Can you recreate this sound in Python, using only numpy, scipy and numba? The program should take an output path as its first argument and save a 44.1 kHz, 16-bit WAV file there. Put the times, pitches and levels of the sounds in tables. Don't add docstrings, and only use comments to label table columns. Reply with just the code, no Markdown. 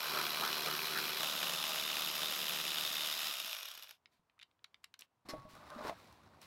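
import sys
import numpy as np
from scipy import signal
from scipy.fft import rfft, irfft
from scipy.io import wavfile
from numba import njit

SR = 44100
rng = np.random.default_rng(int(sys.argv[2]) if len(sys.argv) > 2 else 0)


def master(y):
    cut = np.clip(np.atleast_2d(y).T, -1, 1)
    pcm = np.round(cut * 32767)
    wavfile.write(sys.argv[1], SR, pcm.astype(np.int16))


N = 284930
T = np.arange(N) / SR
GRID = np.maximum(np.arange(4097) * SR / 8192, 1)
HALF_SECOND = SR // 2
TOP_HZ = 15800

# (frequency [Hz], level [dB])
AIR_SPECTRUM = [(18, -27.5), (30, -26.5), (92, -6), (185, -12.5), (247, -13.5), (511, -16.5), (735, -12.5),
                (815, -15), (978, -11), (1780, -22), (15000, -39.5)]
AIR_DB = -83

# (frequency [Hz], level [dB])
SHIELD_SPECTRUM = [(24, -63), (60, 0.5), (150, -5.5), (227, -4.5), (300, -5.5), (410, -7.5), (540, -5.5),
                   (676, -6.5), (866, -5), (1080, -3), (1430, -11), (1800, -13.5), (2350, -17),
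                   (3100, -21.5), (3850, -18.5), (4400, -20.5), (6460, -28), (15000, -34)]
# (time [s], scrape level [dB])
DRAG_EFFORT = [(5.25, -65), (5.33, -59), (5.5, -69.5), (5.57, -64.5), (5.68, -58.5), (5.75, -57),
               (5.82, -55.5), (5.843, -47.5), (5.865, -46.5), (5.895, -45), (5.915, -55), (5.96, -63),
               (6.22, -68), (6.46, -66.5)]
# (time [s], length [s], level [dB])
NOISY_SWELLS = [(4.11, 0.11, -79), (4.988, 0.077, -64), (5.479, 0.18, -63), (5.813, .12, -74),
                (5.93, 0.38, -68.5), (6.407, 0.11, -59.5)]
SWELL_RISE = 0.14
GRIT_DB, LIGHT_SCRAPE_DB, FLEX_DB, FLEX_GROWTH = -9.5, -58.5, -64.5, 0.38
# (time [s], level [dB], ring [Hz], t60 [s])
SHIELD_BUMPS = [(4.195, -69, 168, 0.081), (5.251, -59, 216, 0.049), (5.292, -53, 324, 0.17),
                (5.333, -42.5, 151, 0.043), (5.336, -37.5, 624, 0.041), (5.339, -46, 334, 0.073),
                (5.35, -63, 560, .06), (5.38, -46.5, 127, 0.16), (5.451, -47, 174, 0.035),
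                (5.453, -51, 620, 0.071), (5.535, -57, 1100, 0.026), (5.535, -52, 150, .05),
                (5.581, -58, 220, 0.046), (5.631, -59, 600, .06), (5.702, -45, 1270, 0.023),
                (5.76, -45, 232, 0.097), (5.787, -43, 600, 0.085), (5.806, -46, 230, 0.06),
                (5.8496, -35.5, 420, 0.03), (5.8502, -48, 1080, 0.02), (5.891, -42, 1050, 0.022),
                (5.8965, -32, 657, 0.022), (5.914, -40, 682, 0.081)]
# (time [s], length [s], level at the start [dB])
EDGE_SKIDS = [(5.547, 0.099, -59.5), (5.62, 0.037, -60), (5.662, 0.042, -60), (5.698, 0.14, -52.5),
              (5.805, 0.037, -47), (5.844, 0.039, -46), (5.888, 0.021, -46)]
# (frequency [Hz], width [Hz], level [dB])
SKID_MODES = [(603, 36, 1), (785, 34, -3), (1050, 42, -1), (1214, 41, 0), (1460, 46, -2)]

# (time [s], level [dB])
CLANK_IMPACTS = [(5.2871, -38.5), (5.288, -40.5), (5.295, -38.5), (5.301, -38.5), (5.309, -48),
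                 (5.321, -59)]
# (frequency [Hz], level [dB], t60 [s])
CLANK_MODES = [(307, -2, .3), (598, -3, .25), (818, -7, .2), (953, -8, .24), (1114, 3, .72),
               (1324, -14, .37), (2050, -7, .3), (2740, -13, .2), (4000, -6, .08), (5260, 0, .11),
               (10040, -12, .2), (11630, -6, .12)]
# (frequency [Hz], level [dB])
CRASH_SPECTRUM = [(59, -64), (100, -24), (324, 8.5), (942, -30), (1090, -3), (3250, -10), (5260, -4.5),
                  (6760, -13.5), (11900, -20), (15000, -24)]

# (time [s], level [dB], main ring [Hz], second ring [Hz], treble [dB])
STEEL_CLICKS = [(4.058, -46, 2340, 4500, -6.5), (4.298, -59.5, 2000, 3660, -10),
                (4.38, -65, 1900, 1400, -16), (4.392, -51.5, 2400, 4000, 0), (4.398, -47.5, 2350, 3500, -5),
                (4.413, -49, 3530, 2300, -3), (4.417, -46, 4060, 2500, -3), (4.426, -46, 2080, 3500, -4),
                (4.43, -43, 3950, 3000, -1.5), (4.513, -64, 2690, 4000, -5), (4.592, -67, 2400, 3500, -11),
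                (4.643, -40, 4000, 3450, 0), (4.6456, -42, 3800, 2300, -7.5),
                (4.744, -43.5, 3520, 2030, -3.5), (4.834, -66, 3000, 7000, 3), (4.84, -49, 2240, 3000, -17),
                (4.843, -37, 3900, 3050, 1.5), (4.9406, -41.5, 2600, 1800, -1.5),
                (4.992, -41, 5700, 8000, 14), (5.009, -42.5, 2430, 7500, 19), (5.021, -39, 3600, 2830, -2),
                (5.552, -50, 4970, 2300, 9), (5.703, -46, 3900, 2300, 3), (5.895, -37, 3780, 2700, -13),
                (6.075, -53, 11000, 5000, 2), (6.126, -53, 4030, 6000, 7), (6.416, -47, 3900, 5500, 13)]
# (frequency [Hz], width [Hz], level [dB])
CLICK_BODY = [(1320, 520, -8), (2100, 500, -6), (3050, 480, -5), (3830, 320, 1), (5700, 550, -7.5),
              (7500, 950, -17), (11700, 2300, -10)]

# (time [s], level [dB])
LAST_TEETH = [(3.63, -34), (3.656, -35), (3.685, -34), (3.7146, -34.5), (3.751, -37), (3.776, -38),
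              (3.795, -42), (3.8245, -39), (3.833, -39), (3.843, -45), (3.892, -41), (3.909, -39.5),
              (3.927, -56), (3.981, -76)]

SECOND_BOLT_S, RELEASE_S = 1.2, 3.27
TEETH = 20
# (start [s], end [s], a moment when tooth 0 engages [s], crank rate [turns per s])
BOLTS = [(0, SECOND_BOLT_S, .1883, 76.24), (SECOND_BOLT_S, 4, 1.4959, 76.06)]
# (time [s], share of full speed [1])
COAST_SPEED = [(3.275, 1), (3.33, .91), (3.4, .85), (3.48, .82), (3.55, .7), (3.63, .57), (3.75, .32),
               (3.9, .18), (3.98, 0)]
COAST_SOFTENING = 0.64
# (tooth [1], level over a usual knock [dB])
TOOTH_CATCHES = [
    [(0, 3.5), (2, 1.5), (6, 3), (7, -2), (14, -2), (18, -2.5)],
    [(0, 3), (3, 2.5), (6, -1.5), (7, -2), (8, -2), (15, 2), (18, 1.5)],
]
# (time [s], level over a usual knock [dB])
HARD_KNOCKS = [(.1877, 3), (.2137, 5), (.2532, 2.5), (.2665, 5), (.3058, 1.5), (.4104, 4.5), (.5292, 5.5),
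               (.6603, 4.5), (.7125, 1.5), (.9751, 5), (.9877, 4.5), (1.2195, 0.5), (1.2321, 5.5),
               (1.4296, 6.5), (1.4953, 4.5), (1.5352, 4.5), (1.601, -6), (1.64, 3.5), (1.7452, -0.5),
               (1.7584, 5), (1.7982, 2.5), (1.903, 1.5), (1.969, 5), (2.0213, 3.5), (2.232, 4), (2.2842, 1),
               (2.3905, 0.5), (2.495, 4), (2.5473, -0.5), (2.6265, -8.5), (2.7712, 0.5), (2.7843, 5),
               (2.8102, 2.5), (2.85, 3), (3.0603, 3.5), (3.1262, 2), (3.166, -6.5), (3.2706, 3.5),
               (3.3253, -2), (3.3392, 2.5), (3.4003, 6), (3.416, -6), (3.432, -10), (3.447, 1), (3.479, 0),
               (3.5125, 3), (3.5301, 5), (3.5483, 3), (3.5876, 1.5), (3.6088, 0)]
# (frequency [Hz], level [dB])
KNOCK_SPECTRUM = [(500, 5), (1300, 7), (2000, 1.5), (2800, 4.5), (3800, 1), (6000, -2.5), (12000, 3),
                  (15000, 6.5)]

# (frequency [Hz], width [Hz], level [dB])
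FIRST_BOLT_MODES = [(1387, 370, 1), (2000, 130, -10), (2410, 240, -5.5), (2977, 21, -2.5), (3330, 189, -8),
                    (4060, 440, -3), (4850, 180, -8), (5340, 580, -7.5), (11000, 1900, -17),
                    (12900, 160, -10), (13254, 780, -24), (14500, 620, -19)]
# (frequency [Hz], width [Hz], level [dB])
SECOND_BOLT_MODES = [(1250, 300, -4), (1820, 470, -8.5), (2580, 100, -9), (2935, 43, -5.5),
                     (3420, 1600, -8), (3648, 100, -1.5), (3940, 18, 0.5), (5020, 69, -6),
                     (5170, 650, -8.5), (6680, 530, -14.5), (10630, 910, -16.5), (12320, 1300, -17.5),
                     (13670, 1095, -24.5), (15310, 1047, -38)]
# (frequency [Hz], width [Hz], level [dB])
FREE_BOLT_MODES = [(1220, 990, -8.5), (2480, 170, -4.5), (2880, 180, -2), (3610, 570, -0.5),
                   (5100, 440, -6), (5570, 370, -5), (6600, 390, -14), (10900, 1800, -14.5),
                   (13000, 1400, -14.5)]
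UNLOADING_S = .3
FIRST_CLATTER_DB, SECOND_CLATTER_DB, CLATTER_POWER = -38.5, -39, 0.99
BITE_S, BITE_DB = 0.063, -2.5

# (frequency [Hz], width [Hz], level [dB])
FIRST_PANEL_MODES = [(455, 120, -3.5), (600, 35, -4.5), (715, 49, 0), (890, 60, -2.5), (1010, 90, 1),
                     (1165, 140, 1.5), (1305, 70, 2), (1530, 100, 1)]
# (frequency [Hz], width [Hz], level [dB])
SECOND_PANEL_MODES = [(558, 94, -5.5), (640, 54, 1), (795, 50, -6), (900, 170, -7), (1048, 150, -3),
                      (1235, 210, -0.5), (1476, 340, -3)]
DRONE_DB, DRONE_FALL_DB_PER_S, DRONE_POWER = -43, 2.5, 0.86
FIRST_DRONE_DB, UNLOADED_DRONE_DB = -2.2, -2
FIRST_WOBBLE_DB, SECOND_WOBBLE_DB, WOBBLE_LEAD_S = 0.2, 0.4, 0.019
WOBBLE_SHARPNESS = 0.62
FIRST_PAWL_SWELL_DB, SECOND_PAWL_SWELL_DB, PAWL_LAG = 1.5, -0.6, .22
# (frequency [Hz], level [dB])
FIRST_BOOM = [(40, -33), (76, -24.5), (110, -13), (155, 1), (230, -1.5), (275, -6.5), (380, 6), (480, -4),
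              (650, -10.5), (1200, -51.5)]
# (frequency [Hz], level [dB])
SECOND_BOOM = [(40, -32), (76, -10.5), (110, -8.5), (150, 0), (175, 10.5), (210, 2.5), (275, -0.5),
               (325, 3), (380, 3.5), (415, -3), (460, 4), (650, -5), (1200, -65.5)]
# (time [s], level [dB])
BOOM_GRIP = [(0, -16), (.06, -15.5), (.11, -7.5), (.18, -5.5), (.26, -6), (.34, -7.5), (.45, -4.5),
             (.58, -6.5), (.74, -4.5), (.88, -8), (1, -2), (1.08, -6), (1.25, -10), (2.9, -7), (3.14, -13),
             (3.3, -10), (3.345, -26), (3.42, -10.5), (3.48, -18), (3.53, -38)]
# (centre time [s], length [s], level [dB], resonance at the start [Hz], at the end [Hz])
BINDING_SURGES = [(.16, .09, -49, 560, 760), (.18, .16, -41.5, 1050, 1400), (.42, .08, -46, 620, 1150),
                  (.465, .12, -40.5, 1150, 1500), (.67, .07, -46, 680, 620), (.72, .15, -45.5, 1050, 1550),
                  (.97, .1, -41.5, 1560, 1460)]


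def undb(db):
    return 10 ** (np.asarray(db) / 20)


def curves(table):
    s, *columns = np.transpose(table)
    return [np.interp(T, s, c) for c in columns]


def noise():
    return rng.standard_normal(N)


def unit(x):
    return x / np.std(x)


def running(x):
    return x / np.std(x[T < 3.3])


def play(x, response):
    return signal.oaconvolve(x, response)[:N]


def cut(x, hz, kind, order=4):
    return signal.sosfilt(signal.butter(order, hz, kind, fs=SR, output="sos"), x)


def waver(hz):
    return unit(cut(noise(), hz, "low", order=2))


def causal(gain):
    cepstrum = irfft(np.log(gain + 1e-6))
    cepstrum[1:len(GRID) - 1] *= 2
    cepstrum[len(GRID):] = 0
    h = irfft(np.exp(rfft(cepstrum)))[:len(GRID)]
    return h / np.linalg.norm(h)


def colour(points):
    hz, db = np.transpose(points)
    return causal(undb(np.interp(np.log(GRID), np.log(hz), db)))


def body(modes):
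    power = 0
    for hz, width, db in modes:
        detuning = (GRID ** 2 - hz ** 2) / (GRID * width)
        power = power + undb(db) ** 2 / (1 + detuning ** 2)
    return causal(np.sqrt(power))


@njit
def moving_band(x, hz, width):
    y, b, l = np.empty(len(x)), 0., 0.
    for i in range(len(x)):
        g, k = np.tan(np.pi * hz[i] / SR), width / hz[i]
        v = (b + g * (x[i] - l)) / (1 + g * (g + k))
        b, l, y[i] = 2 * v - b, l + 2 * g * v, k * v
    return y


def pulses(times, sizes):
    samples = np.clip(np.asarray(times) * SR, 0, N - 1).astype(int)
    return np.bincount(samples, sizes, N)


def chatter(blows, decay_s):
    keep = np.exp(-2 / (decay_s * SR))
    energy = signal.lfilter([1 - keep], [1, -keep], blows ** 2 + 1e-24)
    return np.sqrt(energy) * noise()


def rebound(blows, lag_s):
    at = np.flatnonzero(blows)
    lags = lag_s * (1 + .3 * np.tanh(waver(60)[at]))
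    return pulses(at / SR + lags, blows[at])


def slips_at(rate_hz, jitter, spread_db):
    phase = np.cumsum(rate_hz * np.exp(jitter * waver(200))) / SR
    return np.diff(np.floor(phase), prepend=0) * undb(spread_db * np.tanh(waver(400)))


def fade(t60):
    return np.exp(-np.log(1000) * T[:HALF_SECOND] / t60)


def burst(t60):
    return rng.standard_normal(HALF_SECOND) * fade(t60)


def add(out, s, sound, db):
    part = out[int(s * SR):][:len(sound)]
    part += (sound * undb(db) / np.abs(sound).max())[:len(part)]


def garage(x, wet_db, t60):
    late = T[:HALF_SECOND] > .003
    tail = cut(burst(t60) * late, 6000, "low", order=1)
    return x + undb(wet_db) * play(x, tail / np.linalg.norm(tail))


def air():
    return unit(play(noise(), colour(AIR_SPECTRUM))) * undb(AIR_DB + 1.1 * waver(4.5))


def bending(rub, centre_hz=1000, width_hz=230.0, ring_db=1):
    wandering_hz = centre_hz * 2 ** (.7 * np.tanh(waver(9)))
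    return rub + undb(ring_db) * moving_band(rub, wandering_hz, width_hz)


def crackle(db=-10.5, spread_db=4):
    chance = rng.uniform(size=(700, 2)).T
    size_db = spread_db * np.minimum(-np.log(chance[1]), 2.5)
    grains = pulses(chance[0] * N / SR, undb(size_db))
    ring = body([(1450, 320, 0), (2300, 330, -15), (3900, 380, -7), (5400, 460, -10)])
    return undb(db) * unit(play(chatter(grains, decay_s=0.0023), ring))


def bumps(sheet, knock_db=-8):
    out = np.zeros(N)
    for s, db, hz, t60 in SHIELD_BUMPS:
        knock = signal.fftconvolve(burst(0.0067), sheet)[:HALF_SECOND]
        onset = 1 - fade(0.0019)
        ring = np.sin(2 * np.pi * hz * T[:HALF_SECOND]) * fade(t60) * onset
        add(out, s, ring + undb(knock_db) * knock / 2, db)
    return garage(out, wet_db=-7.5, t60=0.11)


def shield(grain_db=5, stick_db=0.5, swell_body_db=-7):
    scrape_db, = curves(DRAG_EFFORT)
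    dragging = np.clip((T - DRAG_EFFORT[0][0]) / 0.0085, 0, 1)
    swells = 0
    for s, length, db in NOISY_SWELLS:
        swells = swells + undb(db) * np.interp(T, [s, s + SWELL_RISE * length, s + length], [0, 1, 0])
    sheet = colour(SHIELD_SPECTRUM)
    slip_times = rng.uniform(0, N / SR, size=2500)
    slips = pulses(slip_times, undb(grain_db * np.minimum(rng.exponential(size=2500), 3)))
    rub = play(0.45 * unit(chatter(slips, decay_s=0.0016)) + noise(), sheet)
    sliding = dragging * undb(scrape_db + stick_db * waver(39))
    low_band = unit(cut(cut(bending(rub), 184, "high"), 3100, "low"))
    low_rub = np.hypot(sliding, undb(swell_body_db) * swells) * low_band
    high_rub = np.hypot(undb(GRIT_DB) * sliding, swells) * unit(cut(rub, 2200, "high"))
    flex_gain = dragging * undb(FLEX_DB + FLEX_GROWTH * (scrape_db - LIGHT_SCRAPE_DB))
    flex = flex_gain * unit(cut(cut(rub, 290, "low"), 75, "high", order=2))
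    return low_rub + sliding * crackle() + high_rub + flex + bumps(sheet)


def skids(rate_hz=380, spread_db=3):
    effort = 0
    for s, length, db in EDGE_SKIDS:
        envelope = np.interp(T, [s, s + .002, s + .6 * length, s + length], [0, 1, .6, 0])
        effort = effort + undb(db) * envelope
    judder = unit(chatter(slips_at(rate_hz, .4, spread_db), decay_s=0.00062))
    return cut(cut(play(effort * judder, body(SKID_MODES)), 2000, "low"), 370, "high")


def clank(ring_db=-39.5, crash_db=-2, build_s=0.033):
    out = np.zeros(N)
    for s, db in CLANK_IMPACTS:
        add(out, s, signal.fftconvolve(burst(0.023), colour(CRASH_SPECTRUM)), db + crash_db)
    out = garage(out, wet_db=0.0, t60=0.065)
    ring = 0
    for hz, db, t60 in CLANK_MODES:
        ring = ring + undb(db) * fade(t60) * np.sin(2 * np.pi * hz * T[:HALF_SECOND])
    add(out, CLANK_IMPACTS[0][0], ring * (1 - fade(build_s)), ring_db)
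    return out


def clicks(ring_width_hz=520, ring_db=1.0, second_db=0, rattle=0.34):
    out = np.zeros(N)
    for s, db, hz, second_hz, treble_db in STEEL_CLICKS:
        contact = rattle * burst(.013)
        contact[0] += 1
        modes = [(f, w, g + treble_db * (f > 5000)) for f, w, g in CLICK_BODY]
        modes += [(hz, ring_width_hz, ring_db), (second_hz, ring_width_hz, second_db)]
        tap = cut(signal.fftconvolve(contact, body(modes)), 890, "high")
        limit_hz = min(8500 * undb(treble_db), 12000)
        add(out, s, cut(tap, limit_hz, "low", order=2), db)
    return garage(out, wet_db=-17.5, t60=0.11)


def last_teeth(echo_db=-11):
    out = np.zeros(N)
    ring = body(FREE_BOLT_MODES + [(12500, 510, -3.0)])
    for s, db in LAST_TEETH:
        add(out, s, signal.fftconvolve(burst(0.019), ring), db)
    return garage(out, wet_db=echo_db, t60=.12)


def motor_speed():
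    return curves(COAST_SPEED)[0]


def run_time():
    return np.cumsum(motor_speed()) / SR


def unloading():
    return np.clip((T - RELEASE_S) / UNLOADING_S, 0, 1)


def each_bolt(first, second):
    return np.where(T < SECOND_BOLT_S, first, second)


def on_bolt(x, first, second):
    moved = np.clip((T - SECOND_BOLT_S) / 0.044 + .5, 0, 1)
    return play(x, first) * (1 - moved) + play(x, second) * moved


def strokes(phase, slop, spread_db, catches=((), ()), hard=()):
    run_s = run_time()
    cycle = np.arange(-2 * TEETH, 10 * TEETH)
    out = 0
    for (start, end, zero_s, hz), caught in zip(BOLTS, catches):
        chance = rng.standard_normal((len(cycle), 2)).T
        times = np.interp(zero_s + (cycle + phase + slop * chance[0]) / hz, run_s, T)
        catch_db = sum(db * (cycle % TEETH == tooth) for tooth, db in caught)
        size_db = spread_db * np.tanh(chance[1] / 2) * 2 + (times < RELEASE_S) * catch_db
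        for s, db in hard:
            nearest = np.argmin(np.abs(times - s))
            times[nearest], size_db[nearest] = s, db
        out = out + pulses(times, undb(size_db) * (times > start) * (times < end))
    return running(out)


def gears(speed, mesh_hz=700, spread_db=5, hiss=0.66):
    ticks = chatter(slips_at(mesh_hz * speed, .2, spread_db), decay_s=.0003)
    return running(ticks) + hiss * noise()


def contact_ring(x, speed, centre_hz=3050, sag_hz=550, width_hz=540.0, ring_db=-4):
    jump = 2 ** (.3 * np.tanh(waver(45)))
    return x + undb(ring_db) * moving_band(x, (centre_hz - sag_hz * (1 - speed)) * jump, width_hz)


def pawl():
    teeth = strokes(phase=.62, slop=.04, spread_db=4) + strokes(phase=.81, slop=.04, spread_db=4)
    ring = body([(12570, 250, 6.5), (13300, 600, 0.5), (6560, 1600, -12.0)])
    return play(0.44 * (teeth + chatter(teeth, decay_s=0.00033)), ring)


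def steel_clatter(drive, rattle, bolt_turns, speed, pawl_db=-12, give=8.2):
    free = unloading()
    contacts = .76 * drive + .46 * rebound(drive, lag_s=.0012)
    knock = play(contacts + .62 * chatter(drive, decay_s=.0017), colour(KNOCK_SPECTRUM))
    on_bolts = on_bolt(knock + rattle, body(FIRST_BOLT_MODES), body(SECOND_BOLT_MODES))
    loaded = cut(on_bolts, 1920, "high")
    unloaded = cut(play(knock + rattle, body(FREE_BOLT_MODES)), 900, "high")
    ring = contact_ring((1 - free) * running(loaded) + free * running(unloaded), speed)
    swell_db = each_bolt(FIRST_PAWL_SWELL_DB, SECOND_PAWL_SWELL_DB)
    press_db = swell_db * np.cos(2 * np.pi * (bolt_turns - PAWL_LAG))
    steel = running(running(ring) + undb(pawl_db + press_db) * pawl())
    return running(give * np.tanh(steel / give))


def underbody_drone(drive, rattle, grind_db=-5, panel_give=5):
    push = rebound(0.81 * drive, lag_s=.0014) + 0.29 * strokes(phase=.6, slop=.04, spread_db=2)
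    force = push + rattle + undb(grind_db) * noise()
    panel = on_bolt(force, body(FIRST_PANEL_MODES), body(SECOND_PANEL_MODES))
    panel = running(cut(cut(panel, 1595, "low"), 457, "high"))
    return running(np.tanh(panel / panel_give))


def shield_boom(rumble_db=1):
    swing = strokes(phase=.02, slop=.022, spread_db=2.5) + undb(rumble_db) * noise()
    return running(on_bolt(swing, colour(FIRST_BOOM), colour(SECOND_BOOM)))


def motor_whine():
    trigger = each_bolt(.5, 1) * np.clip(1 - (T - RELEASE_S) / .07, 0, 1)
    return trigger * np.sin(2 * np.pi * np.cumsum(4004 + 5 * waver(25)) / SR)


def groan(blows, width_hz=270.0):
    out = 0
    for s, length, db, start_hz, end_hz in BINDING_SURGES:
        progress = np.clip((T - s) / length + .5, 0, 1)
        hz = start_hz + (end_hz - start_hz) * progress
        band = moving_band(moving_band(blows, hz, 2 * width_hz), hz, 2 * width_hz)
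        out = out + undb(db) * np.sin(np.pi * progress) * running(band)
    return out


def ratchet(scatter_db=0.6, return_db=-10, grind_db=-4.0, echo_db=-6.5, whine_db=-14):
    speed = motor_speed()
    run_s = run_time()
    turns = [(run_s - zero_s + WOBBLE_LEAD_S) * hz / TEETH for _, _, zero_s, hz in BOLTS]
    bolt_turns = each_bolt(*turns)
    drive = strokes(phase=0, slop=.012, spread_db=scatter_db, catches=TOOTH_CATCHES, hard=HARD_KNOCKS)
    drive = drive * speed ** COAST_SOFTENING
    back = strokes(phase=.72, slop=.04, spread_db=3)
    rattle = undb(return_db) * chatter(back, decay_s=0.0026)
    rattle = rattle + undb(echo_db) * chatter(drive, decay_s=0.0085)
    rattle = rattle + undb(grind_db) * gears(speed)

    bite_db = BITE_DB * np.clip(1 - T / BITE_S, 0, 1)
    clatter_db = each_bolt(FIRST_CLATTER_DB, SECOND_CLATTER_DB) + bite_db
    steel = steel_clatter(drive, rattle, bolt_turns, speed) + undb(whine_db) * motor_whine()
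    clatter = undb(clatter_db) * speed ** CLATTER_POWER * steel

    swell = np.cos(2 * np.pi * bolt_turns) + WOBBLE_SHARPNESS * np.cos(4 * np.pi * bolt_turns)
    wobble_db = each_bolt(FIRST_WOBBLE_DB, SECOND_WOBBLE_DB) * swell
    load_db = each_bolt(FIRST_DRONE_DB, 0) + UNLOADED_DRONE_DB * unloading()
    drone_db = DRONE_DB - DRONE_FALL_DB_PER_S * T + wobble_db + load_db
    grip_db, = curves(BOOM_GRIP)
    low_sound = underbody_drone(drive, rattle) + undb(grip_db) * shield_boom()
    drone = undb(drone_db) * speed ** DRONE_POWER * low_sound
    return clatter + drone + groan(chatter(back, decay_s=0.016) + noise() / 50)


def scene():
    return (air() + shield() + skids() + clank() + clicks() + last_teeth() + ratchet())[None]


def record(dry):
    return signal.sosfilt(signal.ellip(10, .2, 70, TOP_HZ, fs=SR, output="sos"), dry)


dry = scene()
out = record(dry)
master(out)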